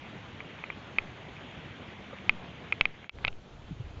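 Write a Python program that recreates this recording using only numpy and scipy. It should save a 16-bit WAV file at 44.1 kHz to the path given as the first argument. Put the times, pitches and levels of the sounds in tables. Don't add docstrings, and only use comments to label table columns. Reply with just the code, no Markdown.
import sys
import numpy as np
from scipy import signal
from scipy.fft import rfft, irfft
from scipy.io import wavfile
from scipy.ndimage import uniform_filter1d

SR = 44100
rng = np.random.default_rng(int(sys.argv[2]) if len(sys.argv) > 2 else 0)


def store_wav(level_fs):
    pcm = np.round(np.clip(np.atleast_2d(level_fs), -1, 1) * 32767)
    wavfile.write(sys.argv[1], SR, pcm.T.astype(np.int16))


N = 4 * SR


def amp(db):
    return 10 ** (np.asarray(db) / 20)


def unit_rms(x):
    return x / np.sqrt(np.mean(x ** 2) + 1e-20)


def curve(points, column=1):
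    points = np.array(points)
    return np.interp(np.arange(N) / SR, points[:, 0], points[:, column])


def gain_at(hz, spectrum):
    knots_hz, db = np.transpose(spectrum)
    return amp(np.interp(np.log(hz + 1), np.log(knots_hz), db))


def add(mix, start_s, sound):
    part = mix[round(start_s * SR):][:len(sound)]
    part += sound[:len(part)]


def noise(spectrum, patch_db=1.55, flicker_db=0.57):
    bins = signal.stft(rng.standard_normal(N), nperseg=512)[2]
    patches = uniform_filter1d(rng.standard_normal(bins.shape), size=7, axis=0)
    patches = unit_rms(uniform_filter1d(patches, size=8, axis=1))
    flicker = rng.standard_normal(bins.shape[1])
    white = signal.istft(bins * amp(patch_db * patches + flicker_db * flicker), nperseg=512)[1][:N]
    gain = gain_at(np.fft.rfftfreq(N, 1 / SR), spectrum)
    return unit_rms(irfft(rfft(white) * gain, N))


# f/Hz, relative density/dB
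HISS_SPECTRUM = [(20, -19), (35, -19), (65, -5.5), (115, -0.5), (220, -3.5), (380, -8.5), (800, -11),
                 (1300, -14.5), (1750, -14.5), (2200, -13), (2700, -15.5), (3300, -16), (4000, -25.5),
                 (5000, -35.5), (6700, -36), (7500, -45.5)]
# t/s, level/dB
HISS_LEVEL = [(0, -46), (1, -46), (2, -46), (2.75, -46.5), (2.9, -50), (3.03, -49.5), (3.08, -55)]


def hiss():
    return amp(curve(HISS_LEVEL)) * noise(HISS_SPECTRUM)


# f/Hz, rms level/dB
WHINE_TONES = [(6222, -91), (6666, -90)]


def whine():
    t = np.arange(N) / SR
    return sum(np.sqrt(2) * amp(db) * np.sin(2 * np.pi * hz * t) for hz, db in WHINE_TONES)


# f/Hz, relative level/dB, base t60/s
SHELL_MODES = [(568, -27, 0.011), (1038, -24, .012), (1324, -16, 0.016), (1647, -30, 0.014),
               (2213, -6, 0.011), (2491, -0.7, .011), (2970, -16, 0.0089), (3570, -18.5, 0.0057),
               (4380, -9, 0.0022)]
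CONTACT_SAMPLES = 61


def shell_click(db, contact_ms, ring, pitch, rise_s=0.00014):
    t = np.arange(SR // 20) / SR
    after_share, after_ring = amp(-18.5), 2.02
    detunes = 1 + 0.0055 * rng.standard_normal(len(SHELL_MODES))
    modes = np.zeros(len(t))
    for (hz, mode_db, t60_s), detune in zip(SHELL_MODES, detunes):
        fall = -np.log(1000) * t / t60_s
        decay = (1 - after_share) * np.exp(fall / ring) + after_share * np.exp(fall / after_ring)
        modes += amp(mode_db) * decay * np.sin(2 * np.pi * hz * pitch * detune * t)
    attack = 1 - np.exp(-t / rise_s)
    contact = signal.windows.gaussian(CONTACT_SAMPLES, contact_ms * SR / 1000)
    return -amp(db) * np.convolve(modes * attack, contact / contact.sum())


def grip_ticks(until_s, per_s=9, spread_db=4.5):
    out = np.zeros(N)
    for when, size in rng.random((int(per_s * until_s), 2)):
        db = -46 + spread_db * (2 * size - 1)
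        add(out, when * until_s, shell_click(db, contact_ms=0.056, ring=0.9, pitch=0.96))
    return out


# t/s, drive level/dB, contact sigma/ms, t60 factor, pitch factor
CONTROL_CLICKS = [(.4046, -22, 0.086, 0.82, 0.93), (.5895, -34, .07, .7, 1), (.6393, -13.5, .11, .95, 0.98),
                  (.7020, -13, .108, .85, 0.94), (.9853, -8, 0.054, 1.07, 0.99),
                  (1.367, -34.5, 0.065, .9, 1), (2.186, -35, 0.059, .9, 1.06),
                  (2.2945, -4.5, .039, 0.77, .98), (2.7243, -9.5, 0.061, 1.17, .99),
                  (2.8109, -1.8, .035, .33, 1.04), (2.8551, -8.5, 0.042, .6, 0.98),
                  (3.0436, -30, 0.07, 0.55, 0.76), (3.0946, -21, .015, .25, 1.05),
                  (3.1867, -28.5, 0.046, 0.16, 0.79), (3.2440, -25, 0.066, .9, 0.73),
                  (3.2493, -5.5, 0.036, 0.2, 1), (3.2705, -27.5, 0.03, .5, 0.98),
                  (3.2793, -14.5, 0.034, 0.15, 1.5), (3.2809, -15.5, 0.044, 1, 1.09),
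                  (3.2824, -23.5, .04, 0.9, 1.1), (3.3285, -38, .04, 0.35, 1.2)]


def control_clicks():
    out = np.zeros(N)
    for time_s, *strike in CONTROL_CLICKS:
        add(out, time_s - CONTACT_SAMPLES / 2 / SR, shell_click(*strike))
    return out


# f/Hz, gain/dB
SHELL_RESPONSE = [(250, -3.5), (700, -.5), (1600, 1.5), (1850, -7), (2030, 3), (2300, 5), (2550, 3),
                  (2780, -1), (3100, 4), (4000, 2), (4900, 0), (5600, -7), (6500, -10), (7700, -16.5)]


def through_shell(x):
    hz = abs(np.fft.fftfreq(4096, 1 / SR))
    log_gain = np.log(gain_at(hz, SHELL_RESPONSE))
    response = np.exp(np.conj(signal.hilbert(log_gain)))
    taps = np.fft.ifft(response).real[:2048]
    return signal.oaconvolve(x, taps)[:N]


# t/s, level/dB
MIC_PUSHES = [(.9855, -36), (2.295, -28.5), (2.811, -26.5), (2.854, -46), (3.25, -30.5), (3.279, -27)]


def mic_pushes(rise_s=0.0012, fall_s=0.043, swing_hz=4.2):
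    out, t = np.zeros(N), np.arange(SR // 2) / SR
    envelope = (1 - np.exp(-t / rise_s)) * np.exp(-t / fall_s)
    push = envelope * np.cos(2 * np.pi * swing_hz * t + np.pi / 4)
    for start_s, db in MIC_PUSHES:
        add(out, start_s, amp(db) * push)
    return out


# t/s, f/Hz, rms level/dB
HUM_GLIDE = [(1.85, 212, -57), (2.05, 208.4, -55.5), (2.25, 193.5, -53), (2.45, 180, -54.5),
             (2.8, 162.7, -58.5), (2.95, 155.3, -66.5)]


def hum(rise_s=0.07):
    t = np.arange(N) / SR
    fade_in = np.clip((t - HUM_GLIDE[0][0]) / rise_s, 0, 1)
    phase = 2 * np.pi * np.cumsum(curve(HUM_GLIDE)) / SR
    return np.sqrt(2) * amp(curve(HUM_GLIDE, column=2)) * np.sin(phase) * fade_in


# t/s, level/dB, f/Hz, rise/s
HANDLING_BUMPS = [(2.129, -37, 535, 0.0033), (2.13, -39.5, 1220, 0.0012), (3.279, -29, 810, 0.00058),
                  (3.709, -29.5, 163, 0.0041), (3.709, -40, 257, 0.0053), (3.726, -35, 114, 0.0047),
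                  (3.798, -30.5, 120, 0.0065), (3.850, -42, 91, 0.0051), (3.969, -34.5, 70, 0.005)]


def handling_bumps():
    out, t = np.zeros(N), np.arange(SR // 2) / SR
    for start_s, db, hz, rise_s in HANDLING_BUMPS:
        envelope = t / rise_s * np.exp(1 - t / rise_s)
        add(out, start_s, -amp(db) * envelope * np.sin(2 * np.pi * hz * t))
    return out


# f/Hz, relative density/dB
AIR_SPECTRUM = [(30, -5.5), (120, -2), (300, -3), (600, -6), (1000, -10), (1400, -13), (1900, -16.5),
                (3200, -15), (4300, -25), (5200, -36), (7500, -50)]
# t/s, level/dB
AIR_LEVEL = [(3.11, -60), (3.16, -54), (3.23, -47), (3.29, -53), (3.36, -56.5), (3.5, -53.5), (3.7, -52.5),
             (4, -51.5)]


def distant_air():
    return amp(curve(AIR_LEVEL)) * noise(AIR_SPECTRUM)


# f/Hz, relative density/dB
WIND_SPECTRUM = [(15, -13), (30, 0.5), (70, -1.5), (130, -4.5), (220, -17), (500, -45), (1500, -86)]
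# t/s, level/dB
WIND_LEVEL = [(3.12, -50.5), (3.24, -45.5), (3.33, -51.5), (3.47, -57), (3.65, -47.5), (3.85, -49),
              (4, -47.5)]


def wind():
    return amp(curve(WIND_LEVEL)) * noise(WIND_SPECTRUM)


def mic_hiss(level_db=-68.5, flat_to_hz=6700):
    return amp(level_db) * noise([(1000, 0), (flat_to_hz, 0), (7500, -7)])


def scene():
    t = np.arange(N) / SR
    cut_s, resume_s, fade_out_s, fade_in_s = 3.102, 3.104, 0.038, 0.048
    before = np.clip((cut_s - t) / fade_out_s, 0, 1) * (hiss() + whine() + hum())
    after = np.clip((t - resume_s) / fade_in_s, 0, 1) * (distant_air() + wind() + mic_hiss())
    clicks = through_shell(control_clicks() + grip_ticks(until_s=cut_s))
    return (before + after + clicks + mic_pushes() + handling_bumps())[None]


def record(dry):
    cutoff_hz = 7680
    lowpass = signal.firwin(401, cutoff_hz, window=("kaiser", 8), fs=SR)
    return signal.oaconvolve(dry, lowpass[None], "same")


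dry = scene()
out = record(dry)
store_wav(out)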